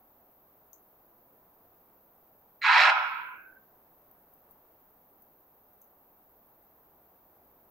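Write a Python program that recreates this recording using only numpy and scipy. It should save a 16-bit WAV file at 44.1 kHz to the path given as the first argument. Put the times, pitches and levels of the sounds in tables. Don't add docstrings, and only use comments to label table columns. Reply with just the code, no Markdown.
import sys
import numpy as np
from scipy import signal
from scipy.fft import rfft, irfft
from scipy.io import wavfile
from scipy.ndimage import uniform_filter1d

SR = 44100
rng = np.random.default_rng(int(sys.argv[2]) if len(sys.argv) > 2 else 0)


def to_wav(sig):
    pcm = np.clip(np.atleast_2d(sig), -1, 1) * 32767
    pcm = np.round(pcm).astype(np.int16)
    wavfile.write(sys.argv[1], SR, pcm.T)


N = 339570
START_S, OPEN_S, STOP_S = 2.612, 2.637, 2.901
RELEASE_DB_PER_S = 900.5


def gain_of(db):
    return 10 ** (np.asarray(db) / 20)


def unit_rms(x):
    return x / np.sqrt(np.mean(x ** 2) + 1e-20)


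def lookup(table, hz, column=1):
    columns = np.transpose(table)
    return np.interp(np.log(hz + 1), np.log(columns[0] + 1), columns[column])


def ramp(t, start_s, length_s):
    return np.clip((t - start_s) / length_s, 0, 1)


def add(mix, start_s, sound):
    part = mix[:, round(start_s * SR):][:, :sound.shape[1]]
    part += sound[:, :part.shape[1]]


def pan(side_db):
    return gain_of(np.array([[.5], [-.5]]) * side_db)


def stereo_pair(spectra, hz, likeness):
    # frequency in Hz, left-right coherence at likeness 1.
    coherence = [(200, 1), (400, .99), (640, .94), (1400, .58), (2400, .05), (4000, 0)]
    shared = np.clip(likeness * lookup(coherence, hz), -1, 1)
    return np.array([spectra[0], shared * spectra[0] + np.sqrt(1 - shared ** 2) * spectra[1]])


def resonate(x, hz, width_hz):
    carrier = np.exp(2j * np.pi * np.cumsum(hz * np.ones(len(x))) / SR)
    pole = np.exp(-np.pi * width_hz / SR)
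    baseband = signal.lfilter([(1 - pole) ** 2], [1, -2 * pole, pole * pole], x / carrier + 1e-18)
    return 2 * (carrier * baseband).real


def top_treble(x, band_hz=(12350, 15780)):
    taps = signal.firwin(401, band_hz, pass_zero=False, fs=SR)
    return signal.oaconvolve(x, taps[None], "same", axes=1)


def moving_highpass(x, t, edge_hz, order=16):
    hz, frame_s, spectra = signal.stft(x, SR, nperseg=1024, noverlap=896)
    frame_edge_hz = np.interp(frame_s, t - t[0], edge_hz)
    spectra = spectra / np.hypot(1, (frame_edge_hz / (hz[:, None] + 1)) ** order)
    return signal.istft(spectra, SR, nperseg=1024, noverlap=896)[1][:len(x)]


def scatterers(size):
    return rng.standard_normal((2, size)) * (rng.random((2, size)) < 3000 / SR)


def air(level_db=-66.5, swell_db=-0.477):
    # frequency in Hz, relative spectral density in dB.
    density = [(20, -5), (60, -4), (130, -5), (240, -1.5), (450, -1.5), (700, 0.5), (1000, -2.5),
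               (1500, -11.5), (2000, -17.5), (3000, -23.5), (5000, -27), (11000, -33)]
    t, hz = np.arange(N) / SR, np.fft.rfftfreq(N, 1 / SR)
    white = stereo_pair(rfft(rng.standard_normal((2, N))), hz, likeness=1)
    murmur = irfft(white * gain_of(lookup(density, hz)), N)
    swell = sum(np.sin(2 * np.pi * (rate_hz * t + rng.random())) / np.sqrt(rate_hz)
                for rate_hz in np.geomspace(.2, 4, num=12))
    return gain_of(level_db + swell_db * unit_rms(swell)) * murmur / np.std(murmur.mean(0))


def hiss(level_db=-64.5):
    return gain_of(level_db) * unit_rms(top_treble(rng.standard_normal((2, N))))


def ticks(burst_decay_s=0.00254, ring_hz=6300, ring_s=0.000488):
    # start in seconds, burst gain in dB, ring gain in dB, left minus right in dB.
    snaps = [(0.7315, -39.5, -52, 11.5), (0.7487, -52.5, -74, 1.5), (4.1135, -44, -90, 3.0),
             (4.337, -43.5, -89.5, 5.5), (4.5101, -41, -92, 8), (5.222, -42, -80.5, 8),
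             (5.7338, -48, -90, -0.5), (5.8167, -42.5, -65, 6), (5.8414, -46, -74, 1.0)]
    # multiple of ring_hz, relative level in dB.
    partials = [(1, 8), (1.11, 4), (1.38, -17.5), (1.86, 1)]
    t = np.arange(SR // 16) / SR
    ring = sum(gain_of(db) * np.sin(2 * np.pi * ratio * ring_hz * t) for ratio, db in partials)
    ring *= (t / ring_s) ** 2 * np.exp(-t / ring_s)
    bursts, rings = np.zeros((2, N)), np.zeros((2, N))
    for start_s, burst_db, ring_db, side_db in snaps:
        burst = rng.standard_normal((2, len(t))) * np.exp(-t / burst_decay_s)
        add(bursts, start_s, gain_of(burst_db) * pan(side_db) * burst)
        add(rings, start_s, gain_of(ring_db) * pan(side_db) * ring)
    direct = top_treble(bursts) + rings
    return direct + pines(direct, level_db=-7, decay_s=0.0218, likeness=.8)


def edge_echoes(x, side_db=-3):
    # delay in seconds, centre in Hz, width in Hz, gain in dB.
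    echoes = [(.44, 991.6, 111, -17.5), (.67, 1535, 100, -28.5)]
    out = np.zeros((2, N))
    for delay_s, hz, width_hz, db in echoes:
        add(out, delay_s, gain_of(db) * pan(side_db) * resonate(x[0], hz, width_hz))
    return out


def forest_tail(x, build_s=0.031, knee_db=28, extra_db_per_s=130, side_db=-3, left_lag_s=0.00012):
    # frequency in Hz, relative level in dB, T60 in seconds.
    bands = [(550.4, -15.5, 0.48), (800, -5, .66), (970, -3.5, 0.95), (1150, -7.5, 0.99), (1312, 0, 1.02),
             (1426, -6.5, 1.25), (1572, -4, 1.55), (1680, -13, .85), (2177, -10.5, 1.2), (2650, -11, 1.15),
             (3300, -8.5, .92), (4200, -18, .9), (5200, -12, .7), (10117, -24, .4)]
    hz, t, spectra = signal.stft(scatterers(2 * SR), SR, nperseg=512)
    spectra = stereo_pair(spectra, hz[:, None], likeness=1)
    spectra[0] *= np.exp(-2j * np.pi * hz * left_lag_s)[:, None]
    level_db, t60_s = (lookup(bands, hz, column)[:, None] for column in (1, 2))
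    fade = gain_of(-60 * t / t60_s) * (1 - np.exp(-t / build_s))
    fade *= gain_of(-extra_db_per_s * np.maximum(t - t60_s * knee_db / 60, 0))
    fade *= gain_of(level_db) / np.sqrt(np.mean(fade ** 2, axis=1, keepdims=True))
    unfaded = signal.istft(spectra, SR, nperseg=512)[1]
    tail = signal.istft(spectra * fade, SR, nperseg=512)[1] / np.linalg.norm(unfaded[0])
    return pan(side_db) * signal.fftconvolve(x, tail, axes=1)[:, :N]


def pines(x, level_db, decay_s, likeness, delay_s=.002, tilt_db_per_oct=2.5):
    t = np.arange(SR // 5) / SR
    hz = np.fft.rfftfreq(len(t), 1 / SR)
    taps = scatterers(len(t)) * np.exp(-t / decay_s) * (t > delay_s)
    taps /= np.linalg.norm(taps, axis=1, keepdims=True)
    colour = gain_of(level_db + tilt_db_per_oct * np.log2(np.clip(hz, 500, 8000) / 2000))
    taps = irfft(stereo_pair(rfft(taps), hz, likeness) * colour, len(t))
    return signal.fftconvolve(x, taps, axes=1)[:, :N]


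def absorption(x, cutoff_hz=8000):
    return signal.sosfilt(signal.butter(3, cutoff_hz, fs=SR, output="sos"), x)


def direct_path(x):
    # frequency in Hz, left minus right in dB.
    balance = [(600, -1.5), (950, 6.5), (1400, -6.5), (2400, -3.5), (3400, -9), (4000, 9.5), (4600, 7.5),
               (5300, 1.5), (6500, 2.5), (8200, 7.5), (10000, 8), (13000, 6.5)]
    return irfft(rfft(x) * pan(lookup(balance, np.fft.rfftfreq(N, 1 / SR))), N)


def low_note(start_s=2.775, pitch_hz=608.7, level_db=-37.5, waver=.01, fade_s=.012):
    t = np.arange(N) / SR
    hz = pitch_hz * (1 + waver * unit_rms(uniform_filter1d(rng.standard_normal(N), size=400)))
    envelope = ramp(t, start_s, fade_s) * (1 - ramp(t, STOP_S, fade_s))
    return gain_of(level_db) * envelope * np.sqrt(2) * np.sin(2 * np.pi * np.cumsum(hz) / SR)


def gesture(t, attack_s=.008, opening_s=.003, shut_db=-11, crest_s=2.825, crest_width_s=0.044,
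            shut_edge_hz=1200, open_edge_hz=870, sink_oct_per_s=2.1):
    # time in seconds, effort in dB.
    effort = [(2.645, -22), (2.703, -17.5), (2.725, -20), (2.765, -17), (2.9, -20)]
    mouth = .5 + .5 * np.tanh((t - OPEN_S) / opening_s)
    released_s = np.maximum(t - STOP_S, 0)
    level_db = np.interp(t, *np.transpose(effort)) + shut_db * (1 - mouth)
    loudness = ramp(t, START_S, attack_s) ** 2 * gain_of(level_db - RELEASE_DB_PER_S * released_s)
    edge_hz = (1 - mouth) * shut_edge_hz + mouth * open_edge_hz * 2 ** (-sink_oct_per_s * (t - OPEN_S))
    crest = np.exp(-((t - crest_s) / crest_width_s) ** 2)
    tilt_db_per_oct = -1.1272 + 2.5 * crest - 250 * released_s
    return mouth, loudness, edge_hz, tilt_db_per_oct


def vocal_folds(size, pulse_hz=203.63, jitter=.18, rough=0.68, leak=.12, puff_cycles=0.42):
    wander, noise = rng.standard_normal((N, 2))[:size].T
    cycles = np.cumsum(pulse_hz * np.exp(jitter * unit_rms(uniform_filter1d(wander, size=160)))) / SR
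    slaps = unit_rms(np.diff(cycles.astype(int), prepend=0).astype(float))
    puffs = unit_rms((leak + np.exp(-(cycles % 1) / puff_cycles)) * noise)
    sharp_puffs = unit_rms(np.exp(-(cycles % 1) / .2) * noise)
    drive = (1 - rough) * slaps + rough * puffs
    return drive, unit_rms(slaps + sharp_puffs) * np.std(drive)


def bark(rasp_above_hz=3000, gliding_mode_db=-4, muzzle_db=9):
    # resonance in Hz, width in Hz, relative gain in dB.
    throat_modes = [(784.4, 80, -1), (904.4, 41, -0.5), (990.2, 100, 2), (1085.8, 30, 1), (1294.6, 33, 3.5),
                    (1437, 140, 4), (1682, 110, 4.5), (1809, 150, 3.5), (2077.3, 230, -0.5),
                    (2259.3, 330, 2.5), (2492, 320, -0.5), (2750, 120, -16.5), (3335.5, 400, -10.5),
                    (3922, 420, -8.5), (4241, 350, -14.5), (5180, 290, -16.5), (5820, 200, -25.5),
                    (6783, 220, -27.5), (8100, 140, -33), (10000, 300, -39), (13500, 920, -27)]
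    muzzle_modes = [(1980, 600, 1), (4020, 260, -4), (6700, 300, -24.5)]
    t = np.arange(START_S, STOP_S + 40 / RELEASE_DB_PER_S, 1 / SR)
    mouth, loudness, edge_hz, tilt_db_per_oct = gesture(t)
    drive, rasp = vocal_folds(len(t))
    throat = gain_of(gliding_mode_db) * resonate(drive, 1.3 * edge_hz, width_hz=150)
    for hz, width_hz, db in throat_modes:
        gain = gain_of(db + tilt_db_per_oct * np.log2(hz / edge_hz))
        throat += gain * resonate(rasp if hz > rasp_above_hz else drive, hz, width_hz)
    muzzle = sum(gain_of(db) * resonate(drive, hz, width_hz) for hz, width_hz, db in muzzle_modes)
    voice = unit_rms(throat) + gain_of(muzzle_db) * (1 - mouth) * unit_rms(muzzle)
    voice = moving_highpass(voice, t, edge_hz)
    voice /= np.sqrt(uniform_filter1d(voice ** 2, size=1000) + 1e-12)
    out = np.zeros((2, N))
    add(out, START_S, (voice * loudness)[None])
    return out


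def scene():
    deer = absorption(bark() + low_note())
    direct = direct_path(deer)
    near = direct + pines(direct, level_db=-8, decay_s=0.019, likeness=0.55)
    far = gain_of(2.0) * forest_tail(deer) + edge_echoes(deer)
    return gain_of(-1.59) * near + far + air() + hiss() + ticks()


def record(dry):
    taps = signal.firwin(1023, 15900, window=("kaiser", 9), fs=SR)
    return signal.oaconvolve(dry, taps[None], "same", axes=1)


dry = scene()
out = record(dry)
to_wav(out)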